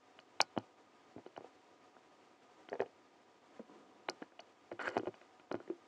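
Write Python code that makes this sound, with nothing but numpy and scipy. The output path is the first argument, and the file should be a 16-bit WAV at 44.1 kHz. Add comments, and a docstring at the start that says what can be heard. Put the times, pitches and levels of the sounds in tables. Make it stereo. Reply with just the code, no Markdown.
"""A baby monkey suckles close to a small stereo microphone, over the distant hum of a quiet yard.
From the start come wet smacks: lips or tongue let go, the mouth cavity pops and the saliva film snaps.
Some carry a click of the tongue tip, and deep swallows thud in the chest. Near 3.7 s comes a faint
rumble; near 4.8 s air is slurped past the teat, bubbling, and a last run of smacks follows. The
microphone's two ports move nearly in opposite phase, and the recorder passes the treble slightly late."""
import sys
import numpy as np
from scipy import signal
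from scipy.fft import rfft, irfft
from scipy.io import wavfile
from scipy.ndimage import uniform_filter1d

SR = 44100
rng = np.random.default_rng(int(sys.argv[2]) if len(sys.argv) > 2 else 0)


def to_wav(s):
    """Save 16-bit WAV."""
    ch = np.atleast_2d(s).T  # columns
    pcm = np.round(np.clip(ch, -1, 1) * 32767)  # PCM
    wavfile.write(sys.argv[1], SR, pcm.astype(np.int16))


N = 258867
TREBLE_HZ = 4050  # above this the snaps have their own pan and the recorder lags
SMACK_SAMPLES = 4096
SMACK_LEAD_S = SMACK_SAMPLES // 8 / SR  # room ahead of each smack's attack

# narrow mouth resonances that colour snaps and slurp: centre_hz, width_hz, gain_db
MOUTH_RESONANCES = [(1460, 160, 9.5), (1824, 110, -8), (2490, 130, 10), (2703, 130, 2), (2910, 110, 8.5),
                    (3800, 160, -3), (4420, 360, 9.5), (4840, 250, 1), (6590, 410, -5.5), (7230, 434, 10)]


def gain_of(db):
    """Decibels to amplitude."""
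    return 10 ** (np.asarray(db) / 20)


def unit_rms(x):
    """Scales to rms 1."""
    return x / np.sqrt(np.mean(x ** 2) + 1e-20)


def curve(points, hz):
    """Joins (Hz, value) points on a log-frequency axis."""
    point_hz, value = np.transpose(points)
    return np.interp(np.log(hz + 1), np.log(point_hz + 1), value)


def peaks_db(bands, hz):
    """Bell-shaped boosts and cuts, each given as centre_hz, width_hz, gain_db."""
    return sum(db / (1 + (2 * (hz - centre) / width) ** 2) for centre, width, db in bands)


def cavity(hz, centre_hz, width_hz):
    """Gain of a damped cavity, 1 at its centre."""
    return centre_hz * width_hz / abs(centre_hz ** 2 - hz ** 2 + 1j * hz * width_hz)


def minimum_phase(gain):
    """The spectrum with this gain whose sound starts at once and then dies away."""
    cepstrum = irfft(np.log(gain + 1e-7))
    half = len(cepstrum) // 2
    cepstrum[1:half] *= 2
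    cepstrum[half + 1:] = 0
    return np.exp(rfft(cepstrum))


def ringing(modes, attack_s=0.0007):
    """Damped sines with a soft start, each given as pitch_hz, level_db, t60_s."""
    t = np.arange(12000) / SR
    attack = np.sin(np.pi / 2 * np.minimum(t / attack_s, 1)) ** 2
    return attack * sum(gain_of(db - 60 * t / t60) * np.sin(2 * np.pi * hz * t) for hz, db, t60 in modes)


def envelope(start_s, length_s, final_db, swell_db, attack_s, release_s):
    """Attack, a hold that moves by swell_db to its final level, release."""
    t = np.arange(N) / SR - start_s
    gate = np.clip(t / attack_s, 0, 1) * np.clip(1 + (length_s - t) / release_s, 0, 1)
    return gate * gain_of(final_db + swell_db * (np.clip(t / length_s, 0, 1) - 1))


def add(mix, start_s, sound):
    """Mixes a stereo sound in at start_s."""
    part = mix[:, max(round(start_s * SR), 0):][:, :sound.shape[1]]
    part += sound[:, :part.shape[1]]


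def port_noise(colour_db, coherence, phase_rad, texture=1):
    """Coloured noise of rms 1 at the two ports, partly alike and turned in phase."""
    shared, separate = rfft(rng.standard_normal((2, N)) * texture)
    left = (coherence * shared + np.sqrt(1 - coherence ** 2) * separate) * np.exp(1j * phase_rad)
    return unit_rms(irfft(np.array([left, shared]) * gain_of(colour_db), N))


def yard_hum(level_db=-60, flutter=0.14):
    """Distant outdoor hum with a few bands standing out, gently uneven, under a faint hiss."""
    # colour of the hum: frequency_hz, gain_db
    colour = [(20, -52), (50, -37), (100, -14), (160, -16.5), (290, 0), (560, -4), (900, -10.5),
              (1450, -14), (2100, -16.5), (3800, -22), (7200, -28), (9500, -41.5), (12000, -55.5)]
    # bands that stand out of it: centre_hz, width_hz, gain_db
    bands = [(743, 70, 10.5), (969, 101, 9), (1224, 58, 11)]
    # its phase between the ports: frequency_hz, phase_rad
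    port_phase = [(60, 0.51), (300, 2.35), (900, 2.46), (2000, 1.33), (6000, 1.62)]
    hz = np.fft.rfftfreq(N, 1 / SR)
    colour_db = curve(colour, hz) + peaks_db(bands, hz)
    drift = unit_rms(uniform_filter1d(rng.standard_normal(N), 2000))
    hum = port_noise(colour_db, 0.59, curve(port_phase, hz), texture=np.exp(flutter * drift))
    return gain_of(level_db) * hum


def smack(throat_db, throat_hz, throat_width_hz, lip_db, lip_hz, snap_db, front_hz, front_db,
          pan_db, phase_rad):
    """One release of suction rings throat, lips and front of the mouth; the wet film peels and snaps."""
    # colour of the wet snap through the lips: frequency_hz, gain_db
    snap_colour = [(100, -71), (500, -14), (1100, 1.5), (1500, -2), (1950, 0), (2450, -8.5), (2720, -14.5),
                   (3050, -5), (3500, -20), (4000, -11), (4600, -35.5), (8000, -64)]
    # colour of the fine tick of bursting saliva: frequency_hz, gain_db
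    tick_colour = [(3000, -34), (3700, -3), (4300, -8), (5000, 0.5), (6300, -3.5), (7200, -18.5),
                   (8200, -23), (10500, -22.5), (13000, -36.5), (16000, -63.5)]
    # the ports differ in colour: frequency_hz, left_minus_right_db
    port_tilt = [(250, 0.5), (750, -6.5), (1150, 1.5), (2300, -4.5), (4400, 0), (5500, 0.5), (8000, -0.5),
                 (11000, 9)]
    # scaling of the phase between the ports: frequency_hz, factor
    phase_scale = [(100, 1.4), (300, 1.29), (900, 1.09), (1400, 1.017), (2300, 0.5), (5000, 0.76)]
    hz = np.fft.rfftfreq(SMACK_SAMPLES, 1 / SR)
    pop_band = 1 / np.sqrt((1 + (160 / (hz + 1)) ** 6) * (1 + (hz / 1800) ** 6))
    throat = gain_of(throat_db) * cavity(hz, throat_hz, throat_width_hz)
    throat *= pop_band * np.minimum(hz / throat_hz, 1) ** 0.87
    lips = gain_of(lip_db) * cavity(hz, lip_hz, 0.28 * lip_hz)
    lips *= pop_band * np.minimum(hz / lip_hz, 1)
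    front = gain_of(front_db) * cavity(hz, front_hz, width_hz=340) ** 2
    # the lips take a slightly different shape each time, which recolours the snap
    knots_hz = np.geomspace(300, 9000, 28)
    shape_db = 4 * np.interp(hz, knots_hz, rng.standard_normal(len(knots_hz)))
    mouth_db = peaks_db(MOUTH_RESONANCES, hz)
    snap = gain_of(snap_db + curve(snap_colour, hz) + mouth_db + shape_db)
    # the harder the snap, the more the saliva ticks and the quicker the peel
    tick = gain_of(-6.5 + 1.7545 * snap_db + curve(tick_colour, hz) + mouth_db)
    peel_s = 0.00039 + 0.00102 / (1 + gain_of(snap_db) ** 2)
    spectrum = minimum_phase(np.sqrt(throat ** 2 + lips ** 2 + front ** 2 + snap ** 2 + tick ** 2))
    # the film lets go bit by bit, so each pitch peaks at a moment of its own
    scatter = np.exp(1.05 * rng.uniform(-1.06, 1, len(knots_hz)))
    delay_s = peel_s * np.interp(hz, knots_hz, scatter)
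    spectrum *= np.exp(-2j * np.pi * np.cumsum(delay_s) * hz[1])
    balance = gain_of(np.where(hz > TREBLE_HZ, -4, pan_db) + curve(port_tilt, hz))
    left = balance * np.exp(1j * phase_rad * curve(phase_scale, hz))
    ports = np.array([left, np.ones(len(hz))]) * np.sqrt(2 / (1 + balance ** 2))
    return np.roll(irfft(spectrum * ports), round(SMACK_LEAD_S * SR), axis=1)


def suckling(settle_gap_s=0.01, settle_pop_db=-12, settle_snap_db=-28.5, detune_octaves=0.054):
    """Every smack, each trailed by a weaker, duller pop as the tongue settles."""
    # releases of suction: start_s, throat_db, throat_hz, throat_width_hz, lip_db, lip_hz, snap_db,
    # front_hz, front_db, pan_db (left minus right), phase_rad (between the ports)
    releases = [(0.189,-8,264,90,-8,674,-16.5,1900,-22,-2,1.9),
                (0.404,5,287,281,24.5,810,9,2380,14,1.5,1.93), (0.5641,1,322,186,6,646,-27,1660,-23,3,1.5),
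                (0.5751,15,275,260,11.5,750,-11,3040,-5,-3,0.86),
                (0.597,-2,403,200,-7,596,-25,1190,-26,1,2.4),
                (1.162,3.5,327,188,-16,650,-46,1500,-38,-4,3.5),
                (1.18,6.5,370,280,2.5,730,-42,1400,-22,1,2.7),
                (1.262,3.5,400,131,-8.5,694,-25.5,1900,-37,1.5,1.46),
                (1.363,-5,258,70,-3,695,-16,2940,-15,0,2.2), (1.3762,3,370,370,7,726,-39,1490,-24,2,1.85),
                (1.406,-1,436,209,-15,760,-43,1450,-38,2,1.66),
                (1.4438,3,462,91,-1.5,736,-42,1400,-33,-3.5,3.3),
                (1.965,-12,280,101,-13,716,-40,1440,-17.5,-6.5,1.45),
                (2.6873,1,292,90,-6,720,-15.5,3020,-11,-3.5,2.1),
                (2.7179,14,447,131,-17,715,-48,1750,-37,-2.5,2.8),
                (2.7287,18.5,490,170,12.5,740,-20,1730,2.5,0,2.74),
                (2.7385,1,490,110,2,705,-31,1760,-23,-5,2.5),
                (2.753,8.5,480,160,4,724,-20,1700,-11,-3.5,2.8),
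                (2.7945,0,400,156,1,690,-20,1620,-21,-8,0.9),
                (2.8027,29.5,452,90,6,750,-9.5,1745,6,-1.5,2.62),
                (2.819,3,440,110,16.5,757,-17,1410,-7,-1.5,2.57),
                (2.8586,2.5,470,112,-7,700,-26,2950,-25,0.5,3.1),
                (3.5931,14,480,75,-10,690,-42,1407,-28,3.5,2.18),
                (3.596,12.5,232,36,-10,690,-46.5,1800,-31,12,2.1),
                (3.695,-0.5,288,114,-28,690,-48,1040,-17,-1,1.8),
                (4.087,16,392,300,15.5,790,1.5,1080,2,1,2.25),
                (4.2193,6,333,202,-8,684,-23.5,1600,-25,-4,1.25),
                (4.224,6,289,109,1.5,723,-21,1650,-4,2,1.85), (4.32,-15,350,150,-20,690,-38,1590,-22,3,1.4),
                (4.3934,-10,362,180,7,720,-12,3240,-18,1,2.75),
                (4.7149,7.5,315,150,11,577,-17,1400,-23,-2,2.14),
                (4.722,16,337,85,-3,690,-25,1780,-13.5,1,2.26),
                (4.7923,-2.5,400,199,1.5,740,-15,1440,-1,-2,1.7),
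                (4.8785,11.5,510,195,6,730,-7.5,1500,11,3,1.8), (4.89,4,344,80,3,665,-12.5,1700,-12,-5,2.1),
                (4.9564,2,397,130,-1,724,-32,1800,-25,-2,1.7),
                (4.967,22.5,345,114,20,744,-4.5,1080,-2,-7,2.74),
                (4.9754,17.5,452,117,14,730,-9.5,1520,2,-1.5,2.04),
                (4.9956,17.5,333,95,-2,670,-20,1490,-7,0.5,1.82),
                (5.032,6,378,170,-8,596,-46,1050,-27,0.5,1.26),
                (5.056,-17,575,128,-1.5,680,-20,2930,-30,-8,2.8),
                (5.0701,11.5,393,190,7.5,634,-20.5,840,-10,1,1.46),
                (5.0749,14,380,109,1,616,-23,905,-4,3,1.8), (5.081,9,183,45,0,596,-36,1500,-17,-8,1.63),
                (5.141,-4.5,228,75,-7,690,-21.5,1550,-23,-2.5,1.9),
                (5.213,-13,263,73.2,-14,675,-25.5,2040,-20.5,-7,1.3),
                (5.396,-5,285,99,-13,675,-25,2890,-40,-2,2),
                (5.5136,15.5,393,324,12,670,-8.5,1360,1,4,2.05),
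                (5.542,18,307,120,10.5,607,-16.5,1400,-3.5,-2,1.75),
                (5.5512,13,305,120,5,700,-20,1700,-20,4.5,2.2),
                (5.567,0.5,420,140,-10,645,-32,1400,-32,1,1.9),
                (5.601,5.5,386,275,-9,620,-37,1400,-9,1.5,2.2),
                (5.676,-0.5,376,153,-23.5,690,-35,1900,-19,0,1.7),
                (5.6989,25,337,40.7,-30,690,-27,1310,-16.5,-3,1.96)]
    out = np.zeros((2, N))
    for start_s, *voice in releases:
        add(out, start_s - SMACK_LEAD_S, smack(*voice))
        throat_db, throat_hz, width_hz, lip_db, lip_hz, snap_db, front_hz, front_db, *placement = voice
        lateness, tightness = rng.uniform(-1.017, 1, 2)
        detune = 2 ** (detune_octaves * tightness)
        settle = smack(throat_db + settle_pop_db, throat_hz * detune, width_hz,
                       lip_db + settle_pop_db - 5, lip_hz * detune,  # the lips stay nearly shut
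                       snap_db + settle_snap_db, front_hz, front_db + settle_snap_db, *placement)
        add(out, start_s - SMACK_LEAD_S + settle_gap_s * (1 + 0.5 * lateness), settle)
    return out


def after_ring(mouth):
    """A faint ring follows every sound of the mouth, heard after the hardest smacks."""
    # lingering tones: pitch_hz, gain_db, t60_s
    modes = [(587, -63, .07), (1455, -68, .25), (1530, -55, .025)]
    return signal.fftconvolve(mouth, ringing(modes)[None], axes=1)[:, :N]


def reflections(mouth, onset_s=0.0023):
    """Dense short reflections off the bodies and the ground, different at each port; bass lasts longest."""
    # decay of the reflections: frequency_hz, t60_s
    decay_times = [(100, .28), (300, .105), (800, .075), (2000, .08), (6000, .06)]
    # their strength: frequency_hz, level_db
    levels = [(100, -16), (300, -12), (800, -11), (2000, -15), (6000, -23)]
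    hz, t, noise = signal.stft(rng.standard_normal((2, 12000)), SR, nperseg=256)
    t60_s = curve(decay_times, hz)[:, None]
    decay = gain_of(curve(levels, hz)[:, None] - 60 * t / t60_s)
    decay *= np.sqrt(np.log(1e6) / (t60_s * SR))  # a longer tail carries no more energy
    tail = signal.istft(noise * decay, SR, nperseg=256)[1]
    tail *= np.minimum(np.arange(tail.shape[1]) / (onset_s * SR), 1) ** 2
    return signal.fftconvolve(mouth, tail, axes=1)[:, :N]


def tongue_clicks(pan_db=-2):
    """The tongue tip clicks off the palate and rings the small pocket behind the lips."""
    # clicks: start_s, level_db
    clicks = [(0.19, -53.5), (1.263, -61), (1.364, -53.5), (2.687, -49.5), (2.729, -52.5), (4.3925, -43),
              (5.143, -57.5)]
    # modes of the pocket: pitch_hz, gain_db, t60_s
    pocket_modes = [(2920, 0, 0.021), (4540, -4.5, 0.021), (5970, -10, 0.017)]
    out = np.zeros((2, N))
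    for start_s, level_db in clicks:
        add(out, start_s, np.outer(gain_of([level_db + pan_db, level_db]), ringing(pocket_modes)))
    return out


def chest_thumps(pitch_hz=110, t60_s=0.12):
    """The chest rings briefly and low with each deep swallow."""
    # deep swallows: start_s, level_db
    swallows = [(0.401, -52.5), (0.576, -42.5), (1.165, -51), (1.376, -58.5), (2.801, -50), (4.088, -63.5),
                (4.726, -54), (4.878, -53.5), (4.973, -42.5), (5.07, -47), (5.544, -45.5)]
    t = np.arange(12000) / SR
    attack = np.minimum(t * pitch_hz, 1)
    thud = np.sin(2 * np.pi * pitch_hz * t) * gain_of(-60 * t / t60_s) * attack
    out = np.zeros((2, N))
    for start_s, level_db in swallows:
        add(out, start_s, gain_of(level_db) * np.array([thud, thud]))
    return out


def faint_rumble():
    """A soft, low rumble with a faint 1 kHz tone that starts quickly and fades."""
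    # colour of the rumble: frequency_hz, gain_db
    colour = [(100, -35), (200, 3), (300, 5), (500, 3), (620, -10), (750, 6), (880, -25), (1020, -2),
              (1300, -12), (2000, -25), (9000, -76)]
    hz = np.fft.rfftfreq(N, 1 / SR)
    fade = envelope(3.68, length_s=0.46, final_db=-65.5, swell_db=-12, attack_s=0.028, release_s=0.028)
    return fade * port_noise(curve(colour, hz), coherence=0.67, phase_rad=2.53)


def slurp(bubbles_per_s=380, bubble_decay_s=0.00066, gap_width_hz=380):
    """Air crackles through the wet gap at the teat in spurts; resonances glide as the mouth narrows."""
    # colour of the drawn air: frequency_hz, gain_db
    colour = [(80, -46), (290, -0.5), (750, -1), (1080, -1.5), (1450, -4), (2000, 2), (2600, -21.5),
              (2950, -12), (3400, -21), (4200, -22.5), (7200, -29.5), (9000, -35.5), (14000, -68)]
    # spurts of air: start_s, length_s, final_db, swell_db, gap_hz, gap_db (the gap's resonance),
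    # rise_per_s (glide of all resonances, as a share of their pitch)
    spurts = [(4.796, 0.033, -44, -4, 1650, 1.5, -0.5), (4.833, 0.0413, -36.5, 7, 1400, 5, 3),
              (4.881, 0.078, -49.5, -7.5, 453, 16.5, -1.5), (4.932, 0.041, -49.5, 3, 1500, -4, 1)]
    hz, t = np.fft.rfftfreq(N, 1 / SR), np.arange(N) / SR
    pace = rng.exponential(1, N // 100 + 1).repeat(100)[:N]
    bubble_count = np.floor(np.cumsum(pace) * bubbles_per_s / SR)
    bursts = np.diff(bubble_count, prepend=0) * rng.uniform(0.3, 2, N)
    crackle = 0.5 + 0.75 * signal.lfilter([1], [1, -np.exp(-1 / (bubble_decay_s * SR))], bursts)
    colour_db = curve(colour, hz) + peaks_db(MOUTH_RESONANCES, hz)
    out = np.zeros((2, N))
    for start_s, length_s, final_db, swell_db, gap_hz, gap_db, rise_per_s in spurts:
        spurt_db = colour_db + peaks_db([(gap_hz, gap_width_hz, gap_db)], hz)
        air = port_noise(spurt_db, coherence=0.68, phase_rad=1.52, texture=crackle)
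        warped_t = t + rise_per_s * np.clip(t - start_s - length_s / 2, -length_s, length_s) ** 2 / 2
        gliding = np.array([np.interp(warped_t, t, port) for port in air])
        out += gliding * envelope(start_s, length_s, final_db, swell_db, attack_s=0.0016, release_s=0.008)
    return out


def bubbles(centre_hz=1510, detune_octaves=0.2, ring_db=5.5):
    """Each large bubble in the slurp bursts as a tiny smack with a pitch of its own."""
    # bursting bubbles: start_s, level_db
    bursts = [(4.801, -10), (4.8207, -17), (4.833, -12), (4.841, -16), (4.8555, -6.5), (4.865, -9),
              (4.908, -16), (4.943, -20)]
    out = np.zeros((2, N))
    for start_s, level_db in bursts:
        detune, side = rng.uniform(-0.8, 1, 2)
        pitch_hz = centre_hz * 2 ** (detune_octaves * detune)
        pop = smack(throat_db=level_db, throat_hz=400, throat_width_hz=200,
                    lip_db=level_db, lip_hz=pitch_hz / 2, snap_db=level_db - 2 * ring_db,
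                    front_hz=pitch_hz, front_db=level_db + ring_db, pan_db=2 * side, phase_rad=1.5)
        add(out, start_s - SMACK_LEAD_S, pop)
    return out


def scene():
    """The mouth with its ring and reflections, and one faint rumble, over the quiet yard."""
    mouth = suckling() + tongue_clicks() + chest_thumps() + slurp() + bubbles()
    return mouth + after_ring(mouth) + reflections(mouth) + faint_rumble() + yard_hum()


def record(dry):
    """The recorder passes the treble about ten milliseconds late and cuts off the very top."""
    treble_lag_s, cutoff_hz = 0.0101, 15500
    low = signal.oaconvolve(dry, signal.firwin(255, TREBLE_HZ, fs=SR)[None], "same")
    late_treble = np.pad(dry - low, ((0, 0), (round(treble_lag_s * SR), 0)), "reflect")[:, :N]
    return signal.oaconvolve(low + late_treble, signal.firwin(255, cutoff_hz, fs=SR)[None], "same")


dry = scene()
out = record(dry)
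to_wav(out)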